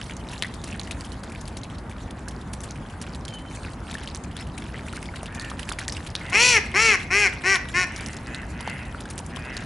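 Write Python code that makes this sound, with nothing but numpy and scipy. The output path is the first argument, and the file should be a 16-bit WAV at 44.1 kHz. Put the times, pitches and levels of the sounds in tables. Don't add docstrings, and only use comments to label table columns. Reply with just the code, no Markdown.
import sys
import numpy as np
from scipy import signal
from scipy.fft import rfft, irfft, next_fast_len
from scipy.io import wavfile
from scipy.ndimage import uniform_filter1d, map_coordinates

SR = 44100
rng = np.random.default_rng(int(sys.argv[2]) if len(sys.argv) > 2 else 0)


def digitize_waveform(pressure):
    field = np.atleast_2d(pressure).T
    bounded = np.clip(field, -1, 1)
    quanta = np.round(bounded * 32767).astype(np.int16)
    wavfile.write(sys.argv[1], SR, quanta)


def how_loud(loudness_db):
    steps = np.asarray(loudness_db, float) / 20
    return 10 ** steps


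N = 425565

# start_s, peak_db, bubble_hz
SLAPS = [(0.3334, -24.5, 2610), (.5392, -30.5, 4000), (0.6388, -25.5, 3630), (0.9102, -19.5, 2470),
         (1.2341, -28.5, 4650), (1.32, -29.5, 2340), (1.4772, -28, 4400), (1.5689, -25.5, 4300),
         (2.2833, -23, 7250), (2.532, -24.5, 9000), (2.635, -23.5, 7830), (3.0151, -23, 5700),
         (3.148, -26, 3940), (3.2516, -25, 4080), (3.281, -24, 3170), (3.9114, -25, 3580),
         (3.941, -26, 3510), (4.578, -26, 2200), (4.9273, -28, 2830), (5.1587, -26, 2900),
         (5.5, -26.5, 3240), (5.594, -21, 2720), (5.6906, -17.5, 2550), (5.721, -19.5, 3390),
         (5.7868, -20, 2200), (6.0652, -27.5, 3180), (8.1665, -23.5, 5260), (8.6058, -27, 3070),
         (9.0547, -32.5, 3440), (9.361, -23.5, 3100)]
# start_s, peak_db, bubble_hz
SNAPS = [(0.0142, -22.5, 2950), (0.0965, -25.5, 2290), (0.1672, -24.5, 6400), (.3794, -25.5, 4070),
         (0.4238, -4, 3200), (.4479, -23, 1880), (.7278, -24.5, 2614), (0.796, -16, 4040),
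         (.8335, -28, 6400), (1.0087, -23.5, 4500), (1.6342, -23, 4000), (2.7087, -20.5, 6200),
         (4.0749, -21, 3000), (4.148, -16.5, 5850), (4.3665, -24, 3340), (4.8834, -24, 2400),
         (5.2305, -22, 9100), (5.3972, -17, 4400), (5.8809, -5.5, 5640), (5.923, -15, 5270),
         (6.153, -8.5, 3585), (7.003, -29, 3380), (7.5568, -8, 3230), (7.9622, -18.5, 5720),
         (8.0619, -17.5, 5700), (8.3468, -16.5, 3930), (8.6752, -26.5, 2960), (9.1026, -20.5, 8900),
         (9.1791, -11, 8200), (9.568, -14, 4460)]
# start_s, peak_db, bubble_hz
PECKS = [(.0324, -29, 3570), (.1094, -25.5, 3210), (.2878, -29, 3730), (.616, -33, 3780),
         (.7108, -30.5, 7000), (.873, -30, 2890), (1.0476, -28.5, 3150), (1.1194, -27.5, 4020),
         (1.3499, -28, 2260), (1.4117, -28, 6700), (1.7839, -28.5, 4300), (1.9131, -29.5, 2300),
         (2.6055, -25, 6000), (2.6893, -32, 4070), (3.066, -30, 2480), (3.3857, -31, 2940),
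         (3.5499, -27, 8200), (3.9824, -28, 2890), (4.2383, -29.5, 6600), (4.6209, -31, 3410),
         (4.9657, -26.5, 2230), (5.0565, -27, 3300), (5.2585, -24.5, 2760), (5.4466, -23.5, 2770),
         (5.6306, -23.5, 2990), (5.9679, -21, 2750), (6.1026, -27, 5100), (7.6869, -24.5, 2940),
         (8.1313, -24, 6270), (9.2637, -24.5, 7560)]
# start_s, peak_db, pitch_hz, t60_s
PLOPS = [(0.446, -27, 1850, 0.036), (2.278, -34, 1530, 0.0206), (3.952, -27.5, 1685, 0.0205),
         (4.934, -33.5, 1320, 0.0205), (5.088, -36, 2100, 0.028), (5.139, -34, 1430, 0.023),
         (5.231, -31, 623, 0.0176), (5.516, -28.5, 1165, 0.014), (5.717, -20, 1270, 0.0068),
         (5.788, -32, 1840, 0.032), (5.815, -35.5, 1560, 0.021), (5.886, -29, 1810, 0.018),
         (6.212, -34, 2047, 0.0264), (8.606, -38.5, 920, 0.028), (8.676, -21.5, 820, 0.0141),
         (8.947, -28, 1340, 0.016), (9.055, -36, 1520, 0.026), (9.201, -36, 866, 0.03),
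         (9.232, -40, 710, 0.026), (9.37, -31, 1010, 0.02)]
# time_s, ripple_db
BUSY = [(0, -47), (1.2, -50.5), (1.8, -55), (2.4, -54), (2.7, -52.5), (3.8, -47.5), (5.3, -48),
        (6.3, -47.5), (7.9, -44.5), (8.9, -51.5), (9.65, -48)]
# freq_hz, density_db (per Hz)
RIPPLE = [(600, -28.5), (1500, -0.5), (3000, 3), (6000, -3), (11000, -5), (14000, 4)]
# freq_hz, density_db (per Hz)
TRAFFIC = [(12, -43), (20, -23), (54, -0.5), (81, -2.5), (135, -6.5), (229, -8), (436, -19.5), (679, -19.5),
           (947, -20), (1080, -22.5), (1970, -30), (3000, -43), (4000, -53), (5200, -74.5), (8800, -120)]
# freq_hz, likeness (left-right, 0-1)
ALIKE = [(60, 1), (300, 0.993), (1000, 0.86), (4000, 0.76), (10000, 0.7)]
# start_s, length_s, level_db, throat_stretch (ratio), effort_peak (0-1 of the call)
DRAKES = [
    (5.201, 0.35, -46, 0.85, 0.64),
    (6.166, 0.17, -44.5, .95, 0.69),
    (7.869, 0.31, -43.5, 1.03, 0.32),
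    (8.199, 0.23, -43, 0.93, 0.86),
    (8.502, .41, -42, 0.977, .55),
    (9.298, 0.34, -42, 0.94, 0.74),
]
# freq_hz, width_hz, level_db
RASP = [(1600, 340, 1.5), (2170, 180, 4.5), (2837, 160, 0.5), (3500, 260, -15.5)]
# start_s, length_s, top_hz, effort_peak (0-1 of the call), half_cycle_pulse (0-1)
QUACKS = [
    (6.318, 0.28, 249.2, 0.55, 0.98),
    (6.736, 0.23, 227.4, 0.45, 0.8),
    (7.099, 0.19, 208.1, 0.54, 0.82),
    (7.432, .142, 196.1, .6, 0.84),
    (7.735, 0.12, 183.5, 0.62, 0.88),
]
# freq_hz, width_hz, level_db
CHEST = [(403, 61, 3), (1050, 250, 5)]
# freq_hz, width_hz, level_db
THROAT = [(1375, 166, 3), (1640, 720, 2), (2140, 428, 9), (2720, 346, 3), (3200, 280, -5)]
# freq_hz, width_hz, level_db
WINDPIPE = [(2110, 170, -2.5)]
# freq_hz, width_hz, level_db
BILL = [(4070, 410, 0), (5640, 350, 5.5), (6435, 1600, -3.5), (7540, 78, -4), (9100, 6800, -33.5)]
# freq_hz, t60_s
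BANKS = [(300, 0.4), (2200, 0.45), (5000, 0.38), (10000, 0.12)]
# freq_hz, level_db
EDGE = [(100, 2), (10900, 3.5), (11150, -10.5), (12500, -53.5), (15000, -55)]

SLAP_SPRAY_DB, SNAP_SPRAY_DB, PECK_SPRAY_DB, SIP_SPRAY_DB = -5, -14.5, -12, -5
SIP_GAP_S, SIP_DB, SIP_SPREAD_DB, SIP_HZ, SIP_OCTAVES = .2, -33, 3, 2300, 1.53
HARD_FROM_DB, DRIER, CRACK_DB, CRACK_S = -22, .3, -9, .0015
TRAFFIC_DB = -37.5
WHISTLE_S, WHISTLE_LENGTH_S, WHISTLE_PEAK_S = 3.26, .3, .045
WHISTLE_HZ, WAVER_HZ, WAVER_PER_S, WAVER_S = 3065, 85, 6.2, .12
WHISTLE_DB, WHISTLE_FADE_DB_PER_S = -48, 50
RASP_HZ, RASP_SWING_HZ = 101.2, 29.91
RASP_FADE_DB, STRETCH_SAG = -10, 0.13
RISE_BEND, FALL_BEND = 2.1, 2.2
START_HZ, REST_HZ = 167.6, 163.4
END_SHARE = .74
QUACK_DB, DB_PER_HZ = -23, 0.0678
EFFORT_DB = 3.5
ATTACK_S, RELEASE_S, EDGE_DB = .03, .02, -7
CHEST_DB, CHEST_SLACK_DB = -14, 2.5
BILL_DB, BILL_DB_PER_HZ, BILL_FROM_HZ = -10.5, 0.35, 218
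HOARSE_FROM_HZ, HOARSE_PER_HZ = 230, .013
BRIGHTEN_PER_HZ = 0.011
SPREAD = .012
STEP = 8


def unit(x):
    return x / np.sqrt(np.mean(x ** 2) + 1e-20)


def along(points, hz):
    f, v = np.transpose(points)
    return np.interp(np.log(hz + 1), np.log(f + 1), v)


def wobble(rate, size=N):
    knots = rng.standard_normal(int(size * rate / SR) + 4)
    return map_coordinates(knots, [np.arange(size) * rate / SR])


def jitters(rate, count, size):
    at = np.arange(size) * rate / SR
    knots = rng.standard_normal((count, int(at[-1]) + 2))
    step, part = at.astype(int), at % 1
    return 1.2 * (knots[:, step] * (1 - part) + knots[:, step + 1] * part)


def filtered(x, response):
    m = next_fast_len(N + SR // 2)
    return irfft(rfft(x, m) * response(np.fft.rfftfreq(m, 1 / SR)), m)[..., :N]


def rush(spectrum, patchy_db):
    z = signal.stft(rng.standard_normal((2, N)), nperseg=512)[2]
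    patches = uniform_filter1d(rng.standard_normal(z.shape[1:]), 8, 0)
    patches = uniform_filter1d(patches, 6, 1)
    pair = signal.istft(z * how_loud(patchy_db * unit(patches)), nperseg=512)[1][:, :N]

    def mid_side(hz):
        turn = np.arccos(np.clip(along(ALIKE, hz), -1, 1)) / 2
        return how_loud(along(spectrum, hz)) * [np.cos(turn), np.sin(turn)]

    mid, side = filtered(pair, mid_side)
    return unit(np.array([mid + side, mid - side]))


def bubble(hz, t60, t, rise=0.041):
    ring = np.sin(2 * np.pi * hz * t * (1 + rise * t / t60))
    return ring * how_loud(-60 * t / t60) * (1 - np.exp(-t / 0.0001))


def droplets(count=2600):
    draw, t = rng.random((count, 5)), np.arange(300) / SR
    clumps = np.cumsum(how_loud(9 * wobble(22)))
    at = np.searchsorted(clumps, draw[:, 0] * clumps[-1])[:, None] + np.arange(len(t))
    hz = 1400 * 2 ** (3.07 * draw[:, 1:2] ** 1.264)
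    strength = how_loud(-3.5 * np.log(draw[:, 2:3] + 0.014))
    grains = strength * bubble(hz, (6 + 18 * draw[:, 3:4] ** 2) / hz, t)
    pan = how_loud(5.1 * (draw[:, 4:] - .5))
    sides = [np.bincount(at.ravel(), (grains * g).ravel(), N + 400)[:N] for g in (pan, 1 / pan)]
    return unit(np.array(sides))


def pond():
    ripple_db = np.interp(np.arange(N) / SR, *np.transpose(BUSY))
    sieving = 2.5 * wobble(14) + 3.5 * wobble(60)
    ripple = how_loud(ripple_db - 3.5 + sieving) * rush(RIPPLE, patchy_db=4.5)
    still = how_loud(-59) * rush(RIPPLE, patchy_db=2)
    drips = how_loud(ripple_db - 4.0) * droplets()
    traffic = how_loud(TRAFFIC_DB) * rush(TRAFFIC, patchy_db=0.94)
    return ripple + still + drips + traffic


def sips():
    draw = rng.random((int(N / SR / SIP_GAP_S), 4))
    at = (np.arange(len(draw)) + .8 * draw[:, 0]) * SIP_GAP_S
    db = SIP_DB + SIP_SPREAD_DB * (2 * draw[:, 1] - 1)
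    hz = SIP_HZ * 2 ** (SIP_OCTAVES * draw[:, 2] ** 1.5)
    spray_db = SIP_SPRAY_DB + 6 * (2 * draw[:, 3] - 1)
    return np.c_[at, db, hz, spray_db]


def splash(db, hz, spray_db):
    t = np.arange(SR // 10) / SR
    dry_db = -DRIER * max(db - HARD_FROM_DB, 0)
    life = 0.029 * how_loud(rng.normal(0, 2.6))
    air = rng.standard_normal(len(t) + 1)
    noise = (air[1:] - 0.067 * air[:-1]) * how_loud(3.67 * wobble(540, size=len(t)))
    swell = how_loud(-60 * t / life) * (1 - np.exp(-t / .0015))
    spray = how_loud(spray_db + dry_db - 1) * noise * swell
    cycles = np.clip(-db, 7, 22)
    hit = 1.6 * cycles ** -.25 * bubble(hz, cycles / hz, t) + spray
    hit += how_loud(CRACK_DB - 60 * t / CRACK_S) * air[1:]
    for late, step, size in rng.random((6, 3)):
        drop = bubble(hz * 2 ** (1.6 * step - .8), 17 / hz, t[:600])
        hit[int(late * .6 * life * SR):][:600] += how_loud(dry_db - 8 - 10 * size) * drop
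    return hit


def dabbling():
    out, t = np.zeros((2, N + SR)), np.arange(SR // 10) / SR
    kinds = (SLAPS, SLAP_SPRAY_DB), (SNAPS, SNAP_SPRAY_DB), (PECKS, PECK_SPRAY_DB)
    blows = [(*row, spray_db) for rows, spray_db in kinds for row in rows]
    for s, db, hz, spray_db in blows + list(sips()):
        hit = splash(db, hz, spray_db)
        pan_db = rng.normal(0, 2.1) * np.array([[1], [-1]])
        out[:, round(s * SR):][:, :len(t)] += how_loud(db + pan_db) * hit
    for s, db, hz, t60 in PLOPS:
        out[:, round(s * SR):][:, :len(t)] += how_loud(db + 4) * bubble(hz, t60, t, rise=0.181)
    return out[:, :N]


def span(s, length):
    start = round(s * SR)
    t = np.arange(min(N - start, round(length * SR))) / SR
    return start, t, np.clip(np.minimum(t, t[-1] - t) / .01, 0, 1)


def cygnet():
    out = np.zeros(N)
    start, t, gate = span(WHISTLE_S, WHISTLE_LENGTH_S)
    hz = WHISTLE_HZ + WAVER_HZ * np.exp(-t / WAVER_S) * np.sin(2 * np.pi * WAVER_PER_S * t)
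    past_peak = t - WHISTLE_PEAK_S
    db = WHISTLE_DB - np.maximum(-150 * past_peak, WHISTLE_FADE_DB_PER_S * past_peak)
    db = db + (3.5 + 14 * t) * wobble(50, size=len(t))
    out[start:start + len(t)] = gate * how_loud(db) * np.sin(2 * np.pi * np.cumsum(hz) / SR)
    return out


def effort(u, top, rise=RISE_BEND, fall=FALL_BEND):
    return np.where(u < top, 1 - abs(1 - u / top) ** rise, 1 - abs((u - top) / (1 - top)) ** fall)


def resonances(modes, f):
    total = 0
    for k, (centre, width, db) in enumerate(modes):
        damping = 1j * f * width
        total = total + (-1) ** k * how_loud(db) * damping / (centre * centre - f * f + damping)
    return total


def steady(shape):
    return shape / np.sqrt((abs(shape) ** 2).sum(axis=0) / 2)


def voiced(shape, phase, share):
    count, size = len(shape), len(phase)
    k = np.arange(1, count + 1)[:, None]
    real, imag = (2 * uniform_filter1d(jitters(300, count, size), size=4, axis=0) for _ in range(2))
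    drift = how_loud(2.2 * jitters(22, count, size))
    lines = shape * drift * (np.sqrt(1 - share ** 2) + .7 * share * (real + 1j * imag))
    return (lines * np.exp(1j * k * phase)).real.sum(axis=0)


def drakes():
    out, k = np.zeros(N), np.arange(1, 33)[:, None]
    for s, length, level_db, throat, top in DRAKES:
        start, t, gate = span(s, length)
        push = effort(t / length, top, 1.6, 1.6)
        db = level_db + RASP_FADE_DB * (1 - push)
        rate = RASP_HZ + RASP_SWING_HZ * push
        stretch = throat - STRETCH_SAG * (1 - push)
        phase = 2 * np.pi * np.cumsum(rate * how_loud(.25 * wobble(60, size=len(t)))) / SR
        f = k * rate
        shape = steady(resonances(RASP, f / stretch) / (1 + (1200 / f) ** 4))
        voice = voiced(shape, phase, .5)
        out[start:start + len(t)] += gate * how_loud(db + 1.8 * wobble(50, size=len(t))) * voice
    return out


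def quack_shape(k, hz, twin, chest_db, bill_db):
    f, odd = k * hz, k % 2
    surface = 1 - .2 * np.exp(-2j * np.pi * f * .00098)
    neck = f * (215 / hz) ** 0.52
    chest = resonances(CHEST, f * (220 / hz) ** 0.2) * (1 - 0.71 * odd) / (1 + (f / 1150) ** 6)
    twin_pulse = 1 - np.clip(twin, 0, .95) * odd / (1 + (f / 2500) ** 6)
    throat = resonances(THROAT, neck) * surface * twin_pulse
    throat = throat / (1 + (850 / f) ** 6) * (f / 2100) ** (BRIGHTEN_PER_HZ * (hz - 215))
    bill = resonances(BILL, f * (225 / hz) ** 0.088) * surface
    bill = bill * (f < 12500) / (1 + (3200 / f) ** 4)
    flare = 1 + resonances(WINDPIPE, f)
    shape = 0.73 * flare * steady(throat)
    shape = shape + how_loud(chest_db) * steady(chest) + how_loud(bill_db - 2.2) * steady(bill)
    return shape * np.exp(-1j * SPREAD * k ** 2) / np.sqrt(1 + how_loud(2 * bill_db))


def duck():
    out, k = np.zeros(N), np.arange(1, 58)[:, None]
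    for s, length, top_hz, top, twin in QUACKS:
        start, t, gate = span(s, length)
        push = effort(t / length, top)
        slack_hz = np.where(t < top * length, START_HZ, max(REST_HZ, END_SHARE * top_hz))
        hz = slack_hz + (top_hz - slack_hz) * push
        edges = np.clip(1 - t / ATTACK_S, 0, 1) + np.clip(1 - (length - t) / RELEASE_S, 0, 1)
        db = QUACK_DB + DB_PER_HZ * (top_hz - REST_HZ) + EDGE_DB * edges + EFFORT_DB * (push - 1)
        bill_db = BILL_DB + BILL_DB_PER_HZ * np.clip(hz - BILL_FROM_HZ, 0, None) - 5 * edges
        chest_db = CHEST_DB + CHEST_SLACK_DB * (1 - push)
        rough = .13 + 6 * (1 - hz / hz.max()) ** 2
        rough = rough + HOARSE_PER_HZ * np.clip(hz - HOARSE_FROM_HZ, 0, None)
        phase = 2 * np.pi * np.cumsum(hz * (1 + .015 * rough * wobble(180, size=len(t)))) / SR
        hz, rough, bill_db, chest_db = (x[::STEP] for x in (hz, rough, bill_db, chest_db))
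        shape = quack_shape(k, hz, twin, chest_db, bill_db)
        share = np.clip(rough + (k * hz / 12000) ** 2, 0, 1)
        shape, share = (np.repeat(x, STEP, axis=1)[:, :len(t)] for x in (shape, share))
        voice = voiced(shape, phase, share)
        out[start:start + len(t)] += gate * how_loud(db + .7 * wobble(150, size=len(t))) * voice
    return out


def banks(x):
    hz, t, z = signal.stft(rng.standard_normal((2, SR // 2)), SR, nperseg=256)
    tail = signal.istft(z * how_loud(-60 * t / along(BANKS, hz)[:, None]), SR, nperseg=256)[1]
    late = np.pad(x, (600, 0))[None]
    return signal.fftconvolve(late, tail / np.linalg.norm(tail[0]), axes=1)[:, :N]


def scene():
    near, far, water = duck(), drakes(), dabbling()
    left, right = banks(how_loud(-14) * near + how_loud(-9) * far + how_loud(-20) * water.mean(axis=0))
    echo = np.array([left + .5 * right, left - .5 * right])
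    placed = filtered(near, lambda hz: how_loud([[1.2], [-1.2]]) ** (1.54 * hz / (hz + 400)))
    return placed + how_loud(-1) * far + cygnet() + water + echo + pond()


def roll_off(x):
    return signal.sosfilt(signal.butter(12, 12320, fs=SR, output="sos"), x)


def record(dry):
    mix = filtered(dry, lambda hz: how_loud(along(EDGE, hz)))
    return roll_off(mix)


dry = scene()
out = record(dry)
digitize_waveform(out)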